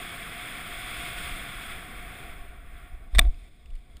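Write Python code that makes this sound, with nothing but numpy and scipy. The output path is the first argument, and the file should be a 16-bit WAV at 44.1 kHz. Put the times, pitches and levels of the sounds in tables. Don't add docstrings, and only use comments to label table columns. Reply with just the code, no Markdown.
import sys
import numpy as np
from scipy import signal
from scipy.fft import rfft, irfft
from scipy.io import wavfile

SR = 44100
rng = np.random.default_rng(int(sys.argv[2]) if len(sys.argv) > 2 else 0)


def transcribe(signal):
    frames = np.atleast_2d(signal).T
    limited = np.clip(frames, -1, 1)
    pcm = np.round(limited * 32767).astype(np.int16)
    wavfile.write(sys.argv[1], SR, pcm)


N = 176400


def undb(db):
    return 10 ** (np.asarray(db) / 20)


def unit(x):
    return x / np.sqrt(np.mean(x ** 2))


def times():
    return np.arange(N) / SR


def bins():
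    return np.maximum(np.arange(N // 2 + 1) * SR / N, 1)


def fader(rows):
    return np.interp(times(), *np.array(rows).T)


def eq(rows):
    hz, db = np.array(rows).T
    return undb(np.interp(np.log(bins()), np.log(hz), db))


def resonances(modes, spread):
    peaks = (undb(db) / (1 + ((bins() - hz) / (spread * width)) ** 2) for hz, width, db in modes)
    return np.sqrt(sum(peak ** 2 for peak in peaks))


def through(x, gain):
    cepstrum = irfft(np.log(gain + 1e-9), N)
    causal_fold = 1 + np.sign(N / 2 - np.arange(N)) * (np.arange(N) > 0)
    return irfft(rfft(x) * np.exp(rfft(cepstrum * causal_fold)), N)


def noise(gain):
    return unit(irfft(rfft(rng.standard_normal(N)) * gain, N))


def wobble(depth_db, rate_hz):
    return depth_db * noise(np.exp(-(bins() / rate_hz) ** 2))


def burst(envelope, gain):
    scrape = through(rng.standard_normal(N) * envelope, gain)
    return unit(scrape) * np.sqrt(np.mean(envelope ** 2))


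def hits(rows, gain):
    out = np.zeros(N)
    for start, db, decay in rows:
        age = times() - start
        envelope = (age > 0) * np.exp(-np.abs(age) / decay)
        out += undb(db) * burst(envelope, gain)
    return out


# (frequency [Hz], nominal width [Hz], gain [dB])
CASE_MODES = [(709, 50, -1.5), (1134, 81, -2.5), (1437, 340, -2.5), (2192, 390, -0.5), (3383, 394, -4),
              (5000, 220, -18.5), (7030, 280, -22), (8580, 440, -10.5), (9700, 380, -12.5),
              (10900, 41, -21.5), (11400, 53, -22.5), (12700, 52, -25), (14200, 470, -16), (15200, 81, -16)]
# (frequency [Hz], gain [dB])
CASE_WALL_EQ = [(100, -2), (260, -4.5), (480, -11), (900, -17), (1750, -3.5), (2550, -4.5), (2950, -13.5),
                (4400, -21.5), (5400, -24.5), (6050, -41.5), (6700, -24), (7900, -24), (10400, -17),
                (11300, -36), (12400, -39), (13400, -24), (15300, -24.5)]
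def hard_case():
    return np.hypot(resonances(CASE_MODES, spread=0.67), eq(CASE_WALL_EQ))


# (frequency [Hz], gain [dB])
SIDE_EQ = [(30, 2.5), (180, 2), (500, -11), (2000, -22), (7000, -35.5), (15000, -39)]
def stereo_width():
    tone = eq(SIDE_EQ)
    return undb(fader(RUSH_LEVEL) - 50) * noise(tone) + undb(-22.5) * hits(THUD_HITS, tone)


# (time [s], level [dB])
BUFFET_LEVEL = [(0, -49), (.85, -47), (1.35, -41), (1.55, -46), (2.3, -42), (2.7, -41), (3.02, -43.5),
                (3.2, -35), (3.4, -38), (3.62, -50), (3.76, -41), (3.9, -51.5), (4, -45)]
# (frequency [Hz], gain [dB])
BUFFET_EQ = [(8, -6.5), (18, 0.5), (48, -4), (62, -9), (80, -15.5), (105, -27), (200, -43), (600, -69.5)]
def buffeting():
    level_db = fader(BUFFET_LEVEL) + wobble(depth_db=2, rate_hz=9)
    return undb(level_db) * noise(eq(BUFFET_EQ))


# (time [s], level [dB])
RUSH_LEVEL = [(0.0, -39.5), (0.32, -41), (0.46, -39.5), (0.66, -40), (1.09, -38), (1.15, -39.5),
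              (1.2, -37.5), (1.54, -41), (1.7, -40), (1.85, -43.5), (2.23, -44), (2.64, -55.5), (2.78, -51),
              (3.08, -61), (3.1, -64)]
ROAR_LEVEL = [(0, -47.5), (.8, -48), (1.25, -45.5), (1.55, -49), (2.28, -49), (2.52, -56.5), (2.85, -58.5),
              (3.05, -58.5), (3.4, -61.5), (3.6, -64.5), (4, -60.5)]
# (frequency [Hz], gain [dB])
RUSH_EQ = [(300, -28.5), (800, -2), (1200, 0.5), (2200, -2.5), (3400, -4.5), (8000, -5), (15000, 1.5)]
HISS_EQ = [(1000, -27.5), (2200, -2.5), (3400, 2), (8000, -0.5), (15000, -1.5)]
ROAR_EQ = [(40, -11), (110, 1), (250, -0.5), (500, -0.5), (720, -2.5), (1100, -9.5), (2500, -33)]
TOUCHDOWN_S, RUN_OUT_DB_PER_S = 3.15, 50
FULL_RUSH_DB, HISS_GROWTH = -39.5, 2.2
WHISTLE_HZ, WHISTLE_WIDTH_HZ = 708.7, 48
def airflow(case):
    run_out_db = RUN_OUT_DB_PER_S * np.maximum(times() - TOUCHDOWN_S, 0)
    rush_db = fader(RUSH_LEVEL) + wobble(depth_db=0.28, rate_hz=30) - run_out_db
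    rush = undb(rush_db - 1.5) * noise(case * eq(RUSH_EQ))
    hiss_db = FULL_RUSH_DB + HISS_GROWTH * (rush_db - FULL_RUSH_DB)
    hiss = undb(hiss_db - 3.5) * noise(case * eq(HISS_EQ))
    roar_db = fader(ROAR_LEVEL)
    roar = undb(roar_db + wobble(depth_db=1.03, rate_hz=25)) * noise(case * eq(ROAR_EQ))
    cavity = resonances([(WHISTLE_HZ, WHISTLE_WIDTH_HZ, 0)], spread=1)
    whistle = undb(roar_db - 6.5 - run_out_db) * noise(cavity)
    return rush + hiss + roar + whistle


# (time [s], level [dB])
CLOTH_LEVEL = [(0, -87), (3.1, -68.5), (3.16, -49), (3.26, -57.5), (3.29, -62), (3.46, -61.5), (3.58, -66),
               (3.7, -66), (3.76, -63.5), (3.84, -65.5), (4, -64.5)]
# (frequency [Hz], gain [dB])
CLOTH_EQ = [(120, 2.5), (300, 2.5), (700, -5), (1300, -9), (2300, -1), (2900, -2.5), (3600, 4), (5200, 5.5),
            (7000, 4), (8500, 1.5), (10000, -0.5), (14000, 1)]
def cloth(case):
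    level_db = fader(CLOTH_LEVEL) + wobble(depth_db=1, rate_hz=40)
    return undb(level_db) * noise(case * eq(CLOTH_EQ))


# (time [s], level [dB], decay [s])
TICK_HITS = [(3.3445, -53, .002), (3.3935, -60, .003), (3.6585, -51, .0025), (3.7025, -57, .004),
             (3.7535, -54.5, 0.0037), (3.7635, -58, 0.0018), (3.9667, -57, .001), (3.969, -44.5, .0012)]
# (frequency [Hz], gain [dB])
TICK_EQ = [(1000, -23), (2000, -2), (2900, 6), (3800, -10), (4700, -3), (6000, -22), (7200, -9), (9000, -7),
           (11500, -23), (14500, -15)]
def gear_ticks():
    return hits(TICK_HITS, eq(TICK_EQ))


# (time [s], level [dB], decay [s])
RING_HITS = [(3.188, -27, 0.0091), (3.215, -46.5, .025), (3.251, -44, 0.015)]
def case_ring():
    return hits(RING_HITS, resonances([(697, 54, 0)], spread=0.95))


# (time [s], envelope peak [dB], frequency [Hz], length [s])
BODY_HEAVES = [(3.131, -15, 27, 0.036), (3.158, -8, 42, 0.037), (3.193, -10, 28, 0.045),
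               (3.231, -12.5, 46, .068), (3.255, -16, 18, 0.065), (3.69, -28.5, 26, .12)]
def heaves():
    out = np.zeros(N)
    for start, db, hz, length in BODY_HEAVES:
        age = np.clip(times() - start, 0, length)
        swell = np.abs(np.sin(np.pi * age / length)) ** 1.3
        out += undb(db) * swell * np.sin(2 * np.pi * hz * age)
    return out


# (time [s], level [dB], decay [s])
THUD_HITS = [(3.128, -53, 0.015), (3.147, -47, .025), (3.185, -21.5, .009), (3.213, -39, .03),
             (3.248, -44, .016), (3.974, -55, 0.01)]
# (frequency [Hz], gain [dB])
THUD_EQ = [(40, -1), (110, 5.5), (170, -1), (320, 5.5), (450, -5.5), (680, 1), (1000, -7.5), (2500, -30.5)]
def thuds(case):
    return hits(THUD_HITS, case * eq(THUD_EQ))


# (frequency [Hz], nominal width [Hz], gain [dB])
MOUNT_MODES = [(658, 80, -1.5), (1150, 130, -6), (2010, 360, -3.5), (2345, 200, 1), (3605, 260, 0),
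               (5000, 1900, -21), (7670, 700, -21), (8360, 240, -6), (9720, 400, -16.5), (14300, 500, -17)]
# (frequency [Hz], gain [dB])
MOUNT_FLOOR_EQ = [(100, -7.5), (450, -19.5), (1400, -14), (3000, -20), (4200, -14), (6000, -39.5),
                  (7500, -27), (10500, -30), (12000, -45.5), (14500, -34), (15300, -45)]
# (time [s], level [dB], hold [s], treble tilt [dB/octave])
MOUNT_KNOCKS = [(3.1491, -32, .004, -1.5), (3.1561, -35, .003, -3), (3.1849, -14.5, 0.00092, -0.5),
                (3.188, -21, .0045, -2), (3.1914, -6.5, 0.0028, 1.5), (3.213, -35.5, 0.0023, -5.5),
                (3.2506, -43, .003, -6)]
RATTLE_RELEASE_S = .001
def mount_rattle():
    out = np.zeros(N)
    mount = np.hypot(resonances(MOUNT_MODES, spread=0.72), eq(MOUNT_FLOOR_EQ))
    for start, db, hold, slope in MOUNT_KNOCKS:
        age = times() - start
        envelope = (age > 0) * np.exp(-np.maximum(age - hold, 0) / RATTLE_RELEASE_S)
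        tilt = undb(slope * np.log2(np.clip(bins(), 700, 7000)))
        out += undb(db) * burst(envelope, mount * tilt)
    return out


def scene():
    case = hard_case()
    landing = heaves() + thuds(case) + mount_rattle() + case_ring()
    mid = landing + airflow(case) + buffeting() + cloth(case) + gear_ticks()
    side = stereo_width()
    return np.array([mid + side, mid - side])


def record(dry):
    ceiling, top_hz = .85, 15280
    rounded = dry / (1 + (dry / ceiling) ** 4) ** (1 / 4)
    high_cut = signal.ellip(12, .2, 80, top_hz, fs=SR, output="sos")
    return signal.sosfilt(high_cut, rounded)


dry = scene()
out = record(dry)
transcribe(out)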